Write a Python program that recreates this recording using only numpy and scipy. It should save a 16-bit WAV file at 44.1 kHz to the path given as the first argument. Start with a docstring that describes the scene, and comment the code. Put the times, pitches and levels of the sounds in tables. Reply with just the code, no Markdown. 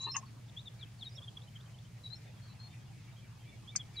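"""A bush road in the early morning, heard from a standing vehicle over idling engines and faint hiss.
At first birds whistle near-sine notes while something handled close by creaks, knocks and clicks,
its slips and contacts ringing damped resonances. Swoops follow, flaring at the throat's resonance,
then twitters that die away and more whistles, all echoed by the scrub. Distant calls thicken in the
second half; near the end the handling knocks and clicks again among the last swoops and a whistle."""
import sys
import numpy as np
from scipy import signal
from scipy.io import wavfile

SR = 44100
rng = np.random.default_rng(int(sys.argv[2]) if len(sys.argv) > 2 else 0)


def master_out(mix):
    """Clip the mix to full scale and print it as 16-bit PCM to the path in sys.argv[1]."""
    frames = np.transpose(np.atleast_2d(mix))
    ceiling = np.clip(frames, -1, 1)
    pcm = np.round(ceiling * 32767).astype(np.int16)
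    wavfile.write(sys.argv[1], SR, pcm)


N = 176400
TIME = np.arange(N) / SR


def from_db(db):
    """Amplitude ratio of a level: tenfold per 20 dB."""
    return 10 ** (np.asarray(db) / 20)


def rms_one(x):
    """Normalisation to unit rms."""
    return x / np.sqrt(np.mean(x ** 2) + 1e-20)


def at_hz(points, hz):
    """Interpolation on a logarithmic frequency axis."""
    freqs, values = np.array(points).T
    return np.interp(np.log(hz), np.log(freqs), values)


def drift(corner_hz):
    """Random modulation: low-passed noise of unit rms."""
    step, settle = 40, 2000
    pole = np.exp(-2 * np.pi * corner_hz * step / SR)
    noise = rng.standard_normal(N // step + settle + 2)
    slow = signal.lfilter([1], [1, -2 * pole, pole * pole], noise)[settle:]
    return np.interp(np.arange(N) / step, np.arange(len(slow)), rms_one(slow))


def span(start, length):
    """Time window: an event's sample indices i and its progress u from 0 to 1."""
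    i = np.flatnonzero((TIME >= start) & (TIME < start + length))
    return i, (TIME[i] - start) / length


def fade(u, length, attack_s, release_s):
    """Envelope with sine-squared edges."""
    rise = np.sin(np.pi / 2 * np.minimum(u * length / attack_s, 1)) ** 2
    fall = np.sin(np.pi / 2 * np.minimum((1 - u) * length / release_s, 1)) ** 2
    return rise * fall


def arc(u, first, middle, last):
    """Parabolic glide through three frequencies."""
    return np.polyval(np.polyfit([0, .5, 1], [first, middle, last], 2), u)


def panned(x, pan_db):
    """Direction by level difference, left minus right."""
    return x * from_db(np.array([[.5], [-.5]]) * pan_db)


def sing(notes, wobble, flutter_db):
    """Birdsong as sine tones with random frequency and amplitude modulation."""
    out = np.zeros((2, N))
    detune = 1 + wobble * drift(160)
    flutter = from_db(flutter_db * drift(110))
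    for i, hz, gain, pan_db in notes:
        phase = 2 * np.pi * np.cumsum(hz * detune[i]) / SR
        out[:, i] += panned(np.sqrt(2) * gain * flutter[i] * np.sin(phase), pan_db)
    return out


def whistles():
    """Sustained tones: phrases of held notes, each slightly bent in frequency."""
    # held notes: start t/s, length t/s, first, middle, last f/Hz, relative level/dB, pan level/dB
    notes = [(-.012, 0.052, 4060, 3920, 3940, -44.5, 2), (0.022, 0.055, 4008, 3958, 4030, -38, 2.5),
             (0.063, 0.059, 3930, 4130, 4260, -42.5, 6), (0.104, 0.059, 5330, 5340, 5370, -44.5, -4),
             (1.034, 0.036, 4280, 4140, 4020, -54, 4), (1.053, 0.04, 3920, 3767, 3870, -43.5, 2.5),
             (1.083, 0.022, 5700, 5700, 5300, -51, -4), (1.095, 0.078, 4950, 5000, 5480, -64, -2),
             (1.144, 0.036, 5370, 5520, 5280, -55, -7), (2.031, 0.062, 4050, 3880, 3980, -47.5, 2.5),
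             (2.093, 0.057, 3905, 4016, 4120, -58, 18), (2.112, 0.046, 4090, 4140, 4230, -46.5, 6),
             (2.144, 0.045, 5460, 5390, 5550, -58, -1), (2.413, 0.079, 4220, 4400, 4500, -71, 14),
             (2.464, 0.098, 4380, 4330, 4590, -71, 4), (2.589, 0.101, 4150, 4290, 4230, -57, 4.5),
             (3.96, 0.054, 4150, 3870, 4180, -41, 1.5)]
    for start, length, first, middle, last, db, pan_db in notes:
        i, u = span(start, length)
        gain = from_db(db - 2) * fade(u, length, attack_s=0.019, release_s=0.017)
        yield i, arc(u, first, middle, last), gain, pan_db


def swoops():
    """Resonance: a glide flares up as its frequency crosses that of the bird's throat."""
    # glides: start t/s, length t/s, first, last, throat f/Hz, relative level/dB, pan level/dB
    glides = [(.56, 0.059, 3130, 4220, 3440, -43.5, 1.5), (0.649, 0.044, 4030, 3320, 3590, -48, 2),
              (0.776, 0.073, 5250, 2976, 3306, -45.5, 3), (0.979, 0.068, 5100, 3050, 3390, -42.5, 2),
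              (3.669, 0.055, 3154, 3840, 3370, -50, -2.5), (3.783, 0.044, 3620, 3150, 3310, -46, 0),
              (3.939, 0.034, 5700, 4020, 4100, -49.5, 4), (3.971, 0.037, 4000, 3010, 3320, -46.5, 1.5)]
    half_width_hz, edge_s = 106, 0.01
    for start, length, first, last, throat, db, pan_db in glides:
        i, u = span(start, length)
        hz = 1 / ((1 - u) / first + u / last)   # the period changes linearly
        attack_s = edge_s if last > first else .38 * length
        resonance = 1 / np.hypot(1, (hz - throat) / half_width_hz)
        yield i, hz, from_db(db - 1.5) * fade(u, length, attack_s, edge_s) * resonance, pan_db


def twitters():
    """Tone pulses: tiny bent notes under bell-shaped envelopes."""
    # short notes: start t/s, length t/s, first, middle, last f/Hz, relative level/dB
    notes = [(.48, 0.012, 3050, 3430, 4000, -57.5), (.494, 0.0093, 4050, 3530, 3080, -55),
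             (1.161, 0.024, 3320, 3740, 3570, -55), (1.176, 0.022, 3530, 3247, 3280, -42),
             (1.21, 0.042, 3120, 3380, 3770, -50.5), (1.234, 0.022, 3850, 3530, 3280, -51),
             (1.27, 0.03, 3200, 3256, 3230, -45), (1.361, 0.028, 3450, 3340, 3280, -46.5),
             (1.409, 0.025, 3090, 3570, 4100, -56.5), (1.426, 0.03, 3800, 3980, 3840, -58),
             (1.468, 0.027, 3040, 3090, 3020, -56), (1.547, 0.034, 3280, 3190, 3300, -49.5),
             (1.597, 0.023, 3100, 3460, 3860, -57), (1.654, 0.025, 3080, 3130, 3170, -59.5),
             (1.733, 0.036, 3080, 3080, 3050, -62.5), (1.78, 0.018, 3060, 3460, 3800, -58.5),
             (1.841, 0.035, 3130, 3150, 3230, -61.5)]
    for start, length, first, middle, last, db in notes:
        i, u = span(start, length)
        gain = from_db(db - 4) * fade(u, length, length / 2, length / 2)
        yield i, arc(u, first, middle, last), gain, 0


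def body(x, modes, tilt_db, order):
    """Modal superposition, tilted in dB per octave; order 2 deepens the valleys between modes."""
    out = 0
    for k, (hz, width, db) in enumerate(modes):
        radius = np.exp(-np.pi * width / SR)
        scale = (1 - radius ** 2) / 2
        resonator = [scale, 0, -scale, 1, -2 * radius * np.cos(2 * np.pi * hz / SR), radius ** 2]
        gain = from_db(db + tilt_db * np.log2(hz / modes[0][0]))
        out = out + (-1) ** k * gain * signal.sosfilt([resonator] * order, x + 1e-18)
    return out


def rub(start, length, db, modes, tilt_db=0, order=1, slips_per_s=3000):
    """Impulse excitation: a run of uneven slips swells, fades and rings a body."""
    timing, strength = rng.standard_normal((400, 2)).T
    u = np.cumsum(np.exp(.3 * timing)) / (slips_per_s * length)
    times = start + u * length
    live = (u < 1) & (times > 0)
    slips = np.zeros(N)
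    slips[(times[live] * SR).astype(int)] = np.sin(np.pi * u[live]) ** 2 * from_db(1.5 * strength[live])
    ringing = rms_one(body(slips, modes, tilt_db, order))
    return from_db(db) * ringing * np.sqrt(length * SR / N)   # db is the level over the run


def creaks():
    """Stick-slip friction: a few hundred slips a second drive the handled object's modes."""
    # runs of slips: start t/s, length t/s, slip rate f/Hz, level/dB, tilt/(dB per octave)
    runs = [(-.02, 0.098, 200, -62.5, 3), (0.052, 0.051, 340, -47.5, -4.5), (0.136, 0.033, 407, -42.5, 7),
            (0.152, 0.0302, 380, -45.5, 4.5), (0.218, 0.022, 450, -55, -5)]
    # creaking modes: centre f/Hz, width f/Hz, relative level/dB
    modes = [(372, 140, -11.5), (928, 99, 6), (1073, 49, 16.5), (1199, 68, 3.5), (1787, 110, -1.5),
             (2100, 65, -14), (2510, 120, -10), (2757, 190, -1)]
    return sum(rub(start, length, db, modes, tilt_db, order=2, slips_per_s=rate)
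               for start, length, rate, db, tilt_db in runs)


def clicks():
    """Dense contacts ring high modes; level and arrival-time differences place them to the left."""
    # clicks and rattle: start t/s, length t/s, level/dB, pan level/dB
    bursts = [(-.01, .075, -59, 8.5), (0.145, 0.054, -51, 10.5), (0.165, 0.002, -31, 13),
              (3.757, 0.0098, -29.5, 5), (3.765, 0.014, -58, -3)]
    # bright modes: centre f/Hz, width f/Hz, relative level/dB
    modes = [(4590, 220, -11.5), (5390, 310, -6), (6010, 420, -4.5), (6480, 184, 9), (7160, 240, -1.5),
             (7684, 410, -10), (8900, 960, -23)]
    right_lag_s = 5.4e-5
    left, right = sum(panned(rub(start, length, db, modes, order=2), pan_db)
                      for start, length, db, pan_db in bursts)
    return np.array([left, np.interp(TIME - right_lag_s, TIME, right)])


def knocks():
    """Impact: a brief burst of contacts rings damped midrange modes."""
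    # dull knocks: start t/s, length t/s, level/dB, tilt/(dB per octave)
    impacts = [(0.158, 0.0035, -41.5, 18), (3.751, 0.011, -46.5, -8.5)]
    # struck modes: centre f/Hz, width f/Hz, relative level/dB
    modes = [(557, 240, -8), (840, 170, -1), (1276, 79, 12.5), (1635, 176, 8), (2124, 100, 10.5),
             (2700, 180, -13)]
    return sum(rub(start, length, db, modes, tilt_db) for start, length, db, tilt_db in impacts)


def thumps():
    """Low tone bursts: a few cycles under a half-sine envelope."""
    # soft bumps: start t/s, length t/s, f/Hz, level/dB
    bumps = [(.19, 0.075, 203, -61), (3.748, .03, 180, -54.5), (3.785, 0.033, 95, -54)]
    out = np.zeros(N)
    for start, length, hz, db in bumps:
        i, u = span(start, length)
        out[i] += np.sqrt(2) * from_db(db) * np.sin(np.pi * u) * np.sin(2 * np.pi * hz * length * u)
    return out


def engine(cycle_hz, orders):
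    """Harmonic series: an idling engine hums at multiples of its slightly wandering cycle rate."""
    cycles = cycle_hz * np.cumsum(1 + 0.0011 * drift(1.0)) / SR
    out = 0
    for multiple, db in orders:
        amplitude = np.sqrt(2) * from_db(db - 0.53 * drift(2.9))
        out = out + amplitude * np.sin(2 * np.pi * (multiple * cycles + rng.random()))
    return out


def engines():
    """Beating: neighbouring harmonics of two idling engines interfere."""
    # harmonics of the faster engine: multiple of the cycle rate, level/dB
    fast_orders = [(9, -73.5), (10, -75), (12, -68.5), (13, -67), (15, -56.5), (16, -59), (18, -61),
                   (19, -76), (22, -68.5), (24, -75.5), (26, -72), (27, -76), (30, -79)]
    # harmonics of the slower engine: multiple of the cycle rate, level/dB
    slow_orders = [(8, -72), (16, -70.5), (20, -59), (25, -66.5)]
    return engine(cycle_hz=7.369, orders=fast_orders) + engine(cycle_hz=6.193, orders=slow_orders)


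def far_birds():
    """Linear glides, faint with distance: single calls, and later a chatter of overlapping notes."""
    # distant calls: start t/s, length t/s, f/Hz, level/dB
    calls = [(0.247, 0.047, 4420, -71), (0.781, 0.06, 2340, -67.5), (0.844, 0.044, 2650, -69.5),
             (2.26, 0.047, 3620, -71), (2.472, 0.07, 4040, -68.5), (2.696, 0.049, 3600, -70),
             (3.07, 0.046, 2300, -66), (3.155, 0.056, 3210, -67.5), (3.216, 0.054, 2350, -68.5),
             (3.394, 0.049, 3180, -68), (3.447, 0.059, 2332, -67), (3.482, 0.036, 3500, -65),
             (3.518, 0.041, 2283, -64.5), (3.709, 0.073, 2280, -63), (3.932, 0.07, 2310, -65)]
    chorus_start_s, notes_per_s, note_s, note_db = 2.2, 40, 0.048, -76
    low_hz, high_hz = 2170, 3900
    chorus = [(chorus_start_s + (k + when) / notes_per_s, note_s,
               low_hz * (high_hz / low_hz) ** pitch, note_db)
              for k, (when, pitch) in enumerate(rng.random((120, 2)))]
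    for start, length, hz, db in calls + chorus:
        i, u = span(start, length)
        bend = 0.021 * rng.uniform(-1.22, 1)
        gain = from_db(db) * fade(u, length, attack_s=0.016, release_s=0.016)
        yield i, hz * (1 + bend * (1 - 2 * u)), gain, 0


def echoes(x, t60_s, shortest_s, longest_s):
    """Reverberation by comb filters, ten a side, scaled to the level of the input."""
    out = np.zeros((2, N))
    for k, lag in enumerate((rng.uniform(shortest_s, longest_s, 20) * SR).astype(int)):
        side = k % 2
        loop = x[side].copy()
        feedback = from_db(-60 * lag / SR / t60_s)
        for i in range(lag, N, lag):
            loop[i:i + lag] += feedback * loop[i - lag:i][:N - i]
        out[side] += (loop - x[side]) * (-1) ** (k // 2)
    return rms_one(out) * np.std(x)


def air():
    """Partly coherent noise in half-octave bands, wider and steadier towards the treble."""
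    # spectral density of road rumble and hiss: f/Hz, relative level/dB
    spectrum = [(25, -12), (45, -9), (80, -1), (120, 4.5), (190, -1.5), (300, -9.5), (550, -13.5),
                (850, -12), (1400, -18), (2400, -16.5), (3500, -20.5), (5000, -18.5), (7200, -24),
                (10000, -28.5), (15000, -37)]
    # likeness of left and right: f/Hz, correlation coefficient
    coherence = [(40, 0.62), (120, 0.74), (250, 0.47), (500, 0.35), (1000, 0.38), (2500, 0.45),
                 (6000, 0.16), (14000, .1)]
    edges = 20 * 2 ** (np.arange(21) / 2)
    white = rng.standard_normal((2, 2, N))
    out = 0
    for k, (low, high) in enumerate(zip(edges, edges[1:])):
        bandpass = signal.butter(2, [low, high], "band", fs=SR, output="sos")
        mid, side = signal.sosfilt(bandpass, white[k % 2])
        hz = np.sqrt(low * high)
        alike = at_hz(coherence, hz)
        band = np.sqrt(1 + alike) * mid + np.sqrt(1 - alike) * side * [[1], [-1]]
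        flicker_db = 2.75 if hz < 2500 else 1
        out = out + from_db(at_hz(spectrum, hz) + flicker_db * drift(8.4)) * band
    return from_db(-58.5) * rms_one(out)


def scene():
    """Superposition of direct and reflected sound: birds in the scrub, handling in the cabin, hum, air."""
    birds = sing(whistles(), wobble=0.0036, flutter_db=2.63)
    birds += sing([*swoops(), *twitters()], wobble=0.014, flutter_db=3)
    far = sing(far_birds(), wobble=0.012, flutter_db=2)
    into_scrub = from_db(-15) * birds + from_db(-5) * far
    scrub = echoes(into_scrub, t60_s=0.25, shortest_s=0.0087, longest_s=0.045)
    scrub *= drift(135)   # scattering blurs the tails
    background = engines() + air()
    handling = creaks() + thumps() + knocks() + clicks()
    cabin = from_db(-8) * echoes(handling, t60_s=0.045, shortest_s=0.0033, longest_s=.012)
    return birds + far + scrub + handling + cabin + background


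def record(dry):
    """Band limiting by a steep elliptic low-pass filter."""
    cutoff_hz = 15700
    return signal.sosfilt(signal.ellip(12, .1, 80, cutoff_hz, fs=SR, output="sos"), dry)


dry = scene()
out = record(dry)
master_out(out)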